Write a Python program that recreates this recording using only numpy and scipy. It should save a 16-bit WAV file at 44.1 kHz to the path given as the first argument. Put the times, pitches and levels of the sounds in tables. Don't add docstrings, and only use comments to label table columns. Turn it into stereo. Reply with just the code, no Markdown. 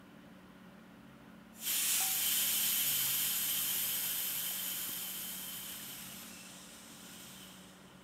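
import sys
import numpy as np
from scipy import signal
from scipy.io import wavfile
from scipy.ndimage import uniform_filter1d

SR = 44100
rng = np.random.default_rng(int(sys.argv[2]) if len(sys.argv) > 2 else 0)


def wav_record(signal):
    frames = np.transpose(np.atleast_2d(signal))
    bounded = np.clip(frames, -1, 1)
    quanta = np.round(bounded * 32767).astype(np.int16)
    wavfile.write(sys.argv[1], SR, quanta)


N = 354152

FFT_SIZE, HOP = 1024, 256
BIN_HZ = np.fft.rfftfreq(FFT_SIZE, 1 / SR)
FRAME_S = np.arange(N // HOP + 5) * HOP / SR

# (frequency [Hz], relative density [dB])
FAN_WASH = [(15, -49), (25, -44), (54, -13), (124, -11.5), (185, -2.5), (284, -11.5), (319, -13),
            (376, -7.5), (404, -18), (549, -13.5), (617, -15), (1410, -16.5), (2370, -23.5), (3370, -27.5),
            (7000, -43), (9100, -81), (15400, -120)]
# (frequency [Hz], width [Hz], height [dB])
FAN_HUMPS = [(560, 33, 7), (1020, 32, 8), (1420, 72, 6.5), (1880, 50, 5.5), (2980, 440, 5)]
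# (frequency [Hz], level [dB rms], width [Hz])
FAN_TONES = [(187, -61.5, 0.67), (292.7, -69, 2), (374, -74.5, 3.4), (56.7, -77, 5)]
# (frequency [Hz], relative level [dB], width [Hz])
PAIR_TONES = [(223, -3, 1.5), (276.2, -7.5, 4.2)]
# (time [s], gain [dB])
PAIR_CURVE = [(0, -62), (1.6, -58.5), (1.85, -61), (2.06, -90), (2.3, -58), (4.14, -67), (4.47, -79),
              (5.0, -72), (5.3, -58), (6.78, -63), (7.25, -58.5), (7.6, -86), (8.03, -81)]
# (frequency [Hz], relative level [dB], width [Hz])
DRONE_TONES = [(135, -0.5, 3.5), (68.4, -10, 5.1)]
# (time [s], gain [dB])
DRONE_CURVE = [(0, -82), (.87, -86), (1.1, -63), (1.54, -80), (2.91, -60), (4.2, -67), (5.66, -74),
               (6.15, -67), (7.0, -79), (7.38, -64), (7.6, -78), (8.03, -64)]
# (frequency [Hz], level re common part [dB])
STEREO_SPREAD = [(30, -12), (200, -19.5), (1000, -19.5), (2500, -25), (4000, -100), (15000, -105)]
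# (time [s], peak [dB], frequency [Hz], cycles each side [1])
KNOCKS = [(4.512, -47, 730, 2.5), (4.894, -37, 230, 0.52), (5.8, -48.5, 1800, 6.7)]
# (time [s], level [dB])
LID_TAPS = [(2.005, -43)]
# (frequency [Hz], level re tap [dB], t60 [s])
LID_MODES = [(763, 1, 0.71), (823, -3.5, 0.36), (860, -15, .06), (700, -19, .08), (1330, -6, .2)]
# (frequency [Hz], relative density [dB])
JET_ROAR = [(250, -22), (450, -23), (900, -17.5), (1500, -15.5), (2500, -9), (3300, -7), (4600, -12),
            (6000, -11), (8100, -6.5), (11000, -5.5), (13500, -1), (15200, -6.5), (16000, -16)]
# (frequency [Hz], width [Hz], height over roar [dB])
LID_OPEN = [(1530, 300, 5), (3150, 60, 4), (3400, 350, 0.5), (4300, 270, 2), (5150, 300, 4.5),
            (7010, 640, 5.5), (7480, 160, -6), (8320, 370, 3.5), (10280, 870, 5.5), (11330, 500, -5.5),
            (4020, 150, -4.5), (4540, 200, -1)]
LID_TWISTING = [(900, 1600, -3), (2090, 260, -2), (4650, 300, -1), (5750, 490, 5), (7170, 330, 7),
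                (8340, 370, 1.5), (10100, 400, 6), (6500, 360, 2), (11300, 500, 5), (12500, 400, -3)]
LID_CUPPED = [(1410, 230, 4.5), (3800, 86, 6), (4720, 260, -3), (5230, 300, 6.5), (6000, 250, 4),
              (7060, 210, 0), (8200, 180, 3.5), (10200, 300, 1.5), (10850, 500, 2), (11850, 200, 6),
              (12300, 200, 6)]
# (offset from centre [Hz], relative level [dB])
SIZZLE_SHAPE = [(-1500, -14), (-900, -7), (-500, 2), (0, 2), (700, -2.5), (1800, -10), (3000, -12)]
# (time [s], twisting grip [0-2], cupped grip [0-1], sizzle re roar [dB], whistle over roar [dB])
HAND_CURVES = [(1.5, 2, 0, -3, 2), (1.6, 1.7, .1, -5, 7), (1.69, .4, .3, -1.5, 6), (1.78, .8, 0, -7.5, 4.5),
               (1.98, .65, .1, -9, 2), (2.12, .5, 0, -3, 2.5), (2.33, .33, .15, -2.5, 10),
               (2.6, .3, .15, -2, 8.5), (3.9, .05, .15, 0, 8.5), (5.5, 0, .05, -3, 10),
               (5.9, 0, .6, -4, 7.5), (6.26, 0, .8, -6.5, 4), (6.31, .15, .9, -15, 4),
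               (6.5, .32, 1, -17.5, 3), (6.9, .3, 1, -13, 3.5), (7.21, .2, 1, -8, 6.5),
               (7.45, .15, 1, -9, 10), (7.75, .1, 1, -20, 9), (8.03, 0, 1, -28, 13)]
# (time [s], level added to flow [dB])
TAP_OPENING = [(1.52, -47), (1.55, -29.5), (1.68, -2.5), (1.72, -1.5), (1.8, -.8), (1.9, 1.5), (2.0, .5),
               (2.1, -2), (2.3, .3), (3.5, -.4), (6.26, .6), (6.5, 0), (6.87, .8), (7.21, 7), (7.45, 7.3),
               (7.75, 2), (8.03, -.5)]

FAN_WASH_DB, MIC_HISS_DB, BAND_EDGE_HZ = -60.5, -70, 15730
ROOM_DB, ROOM_T60_S = -10.5, 0.15
FLOW_REF_S, FLOW_REF_DB, SAG_DB_PER_S, SAG_DB_PER_S2 = 2.3, -35, 1.3, 0.78
WHISTLE_HZ, WHISTLE_DROP_HZ = 3080, 560
SQUEAL_START_S, SQUEAL_END_S = 6.29, 6.47
SQUEAL_HZ, SQUEAL_OVER_ROAR_DB, SQUEAL_WIDTH_HZ = 2665, 15, 80
SIZZLE_HZ, SIZZLE_TWIST_HZ = 12300, 1000
SIZZLE_RISE_START_S, SIZZLE_RISE_END_S, SIZZLE_RISE_HZ = 6.2, 7.3, 1000


def gain_of(db):
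    return 10 ** (np.asarray(db) / 20)


def evened(x):
    return x / np.sqrt(np.mean(x ** 2) + 1e-20)


def spectrum_db(points):
    hz, db = np.transpose(points)
    return np.interp(np.log(BIN_HZ + 1), np.log(hz + 1), db)[:, None]


def humps_db(modes):
    return sum(db / (1 + (2 * (BIN_HZ[:, None] - hz) / width_hz) ** 2) for hz, width_hz, db in modes)


def unit_power(magnitude, low_hz, high_hz):
    band = (BIN_HZ > low_hz) & (BIN_HZ < high_hz)
    return magnitude / np.sqrt((magnitude[band] ** 2).sum(0))


def curves(table):
    time_s, *columns = np.transpose(table)
    return [np.interp(FRAME_S, time_s, column) for column in columns]


def smooth_random(frames):
    return evened(uniform_filter1d(rng.standard_normal(len(FRAME_S)), frames))


def noise(magnitude, patchy_db):
    a, b, c, d, patches = rng.standard_normal((len(FRAME_S), len(BIN_HZ), 5)).T
    patches = uniform_filter1d(patches, 6, axis=0)
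    patches = evened(uniform_filter1d(patches, 8, axis=1))
    mid = a + 1j * b
    side = gain_of(spectrum_db(STEREO_SPREAD)) * (c + 1j * d)
    spectra = np.array([mid + side, mid - side]) * magnitude * gain_of(patchy_db * patches)
    _, sound = signal.istft(spectra, nperseg=FFT_SIZE, noverlap=FFT_SIZE - HOP)
    return sound[:, :N] * np.sqrt(1.5)


def tone(hz, width_hz, noisy):
    pole = np.exp(-np.pi * width_hz / SR)
    wander = signal.lfilter([1], [1, -pole], rng.standard_normal((2, N)))
    wander = evened(wander[0]) + 1j * evened(wander[1])
    carrier = np.exp(2j * np.pi * (hz * np.arange(N) / SR + rng.random()))
    return evened((carrier * (1 + noisy * wander)).real)


def chord(tones, noisy):
    return sum(gain_of(db) * tone(hz, width_hz, noisy) for hz, db, width_hz in tones)


def coolers():
    t = np.arange(N) / SR
    wash = gain_of(spectrum_db(FAN_WASH) + humps_db(FAN_HUMPS))
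    wash = unit_power(wash, 230, 5000) * gain_of(FAN_WASH_DB)
    hum = chord(FAN_TONES, noisy=0.22)
    pair = chord(PAIR_TONES, noisy=0.27) * gain_of(np.interp(t, *np.transpose(PAIR_CURVE)))
    drone = chord(DRONE_TONES, noisy=0.34) * gain_of(np.interp(t, *np.transpose(DRONE_CURVE)))
    return noise(wash, patchy_db=0.9) + hum + pair + drone


def room(x):
    slots = np.arange(60, 12000, 20)
    delays = slots + rng.integers(0, 20, len(slots))
    taps = np.zeros(12020)
    taps[delays] = rng.choice([-1., 1.], len(delays)) * gain_of(-60 * delays / SR / ROOM_T60_S)
    taps = gain_of(ROOM_DB) * taps / np.linalg.norm(taps)
    echoes = signal.oaconvolve(x, taps[None])[:, :N]
    return (x + echoes) / np.hypot(1, gain_of(ROOM_DB))


def knocks():
    t, out = np.arange(N) / SR, 0
    for time_s, db, hz, cycles in KNOCKS:
        envelope = np.exp(-((t - time_s) * hz / cycles) ** 2)
        out = out - gain_of(db) * np.cos(2 * np.pi * hz * (t - time_s)) * envelope
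    return out


def lid_ring():
    t, out = np.arange(N) / SR, 0
    for time_s, db in LID_TAPS:
        since_s = np.maximum(t - time_s, 0)
        for hz, mode_db, t60_s in LID_MODES:
            decay = gain_of(db + mode_db - 60 * since_s / t60_s)
            out = out + decay * np.sin(2 * np.pi * hz * since_s)
    return out


def gas_flow_db():
    since_s = FRAME_S - FLOW_REF_S
    pressure_db = FLOW_REF_DB - SAG_DB_PER_S * since_s - SAG_DB_PER_S2 * since_s ** 2
    return pressure_db + curves(TAP_OPENING)[0]


def whistle(twist, cupped, over_roar_db):
    squealing = (FRAME_S > SQUEAL_START_S) & (FRAME_S < SQUEAL_END_S)
    drop_hz = WHISTLE_DROP_HZ * cupped ** 3 * (FRAME_S < SQUEAL_START_S)
    hz = np.where(squealing, SQUEAL_HZ, WHISTLE_HZ - drop_hz)
    width_hz = np.where(squealing, SQUEAL_WIDTH_HZ, 235 + 130 * twist + 300 * cupped)
    height_db = np.where(squealing, SQUEAL_OVER_ROAR_DB, over_roar_db)
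    waver = 1 + 0.0033 * smooth_random(8)
    return humps_db([(hz * waver, width_hz, height_db)])


def jet():
    hz = BIN_HZ[:, None]
    flow_db = gas_flow_db()
    twisting, cupped, sizzle_db, whistle_db = curves(HAND_CURVES)
    twist = np.minimum(twisting, 1)

    free = np.clip(1 - twisting - cupped, 0, 1)
    lid_db = free * humps_db(LID_OPEN) + twisting * humps_db(LID_TWISTING) + cupped * humps_db(LID_CUPPED)
    treble_db = -3.5 - 4.5 * twist - 11 * cupped
    roar_db = spectrum_db(JET_ROAR) + lid_db + whistle(twist, cupped, whistle_db)
    roar_db = roar_db + treble_db * np.clip((hz - 8500) / 3000, 0, 1)
    lows_db = 0.57 * (-34 - flow_db) * (1 - twisting)
    roar_db = roar_db + lows_db * np.clip(1 - hz / 2500, 0, 1)
    roar = unit_power(gain_of(roar_db), 2100, 10500)

    climb_hz = np.interp(FRAME_S, [SIZZLE_RISE_START_S, SIZZLE_RISE_END_S], [0, SIZZLE_RISE_HZ])
    centre_hz = SIZZLE_HZ + SIZZLE_TWIST_HZ * twist + climb_hz
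    offset_hz, shape_db = np.transpose(SIZZLE_SHAPE)
    sizzle = gain_of(np.interp(hz - centre_hz, offset_hz, shape_db, left=-60) + lid_db)
    sizzle = gain_of(sizzle_db) * unit_power(sizzle, 11840, 19000)

    sputter_db = 0.48 * smooth_random(4)
    tap_open = FRAME_S > TAP_OPENING[0][0]
    level = gain_of(flow_db + sputter_db) * tap_open
    return noise(np.sqrt(roar ** 2 + sizzle ** 2) * level, patchy_db=1.0)


def scene():
    return coolers() + knocks() + lid_ring() + room(jet())


def record(dry):
    hissy = dry + gain_of(MIC_HISS_DB) * rng.standard_normal(dry.shape)
    bass_cut = signal.butter(2, 40, "high", fs=SR, output="sos")
    thinned = signal.sosfilt(bass_cut, hissy)
    band_limit = signal.firwin(1023, BAND_EDGE_HZ, window=("kaiser", 9), fs=SR)
    return signal.oaconvolve(thinned, band_limit[None], "same")


dry = scene()
out = record(dry)
wav_record(out)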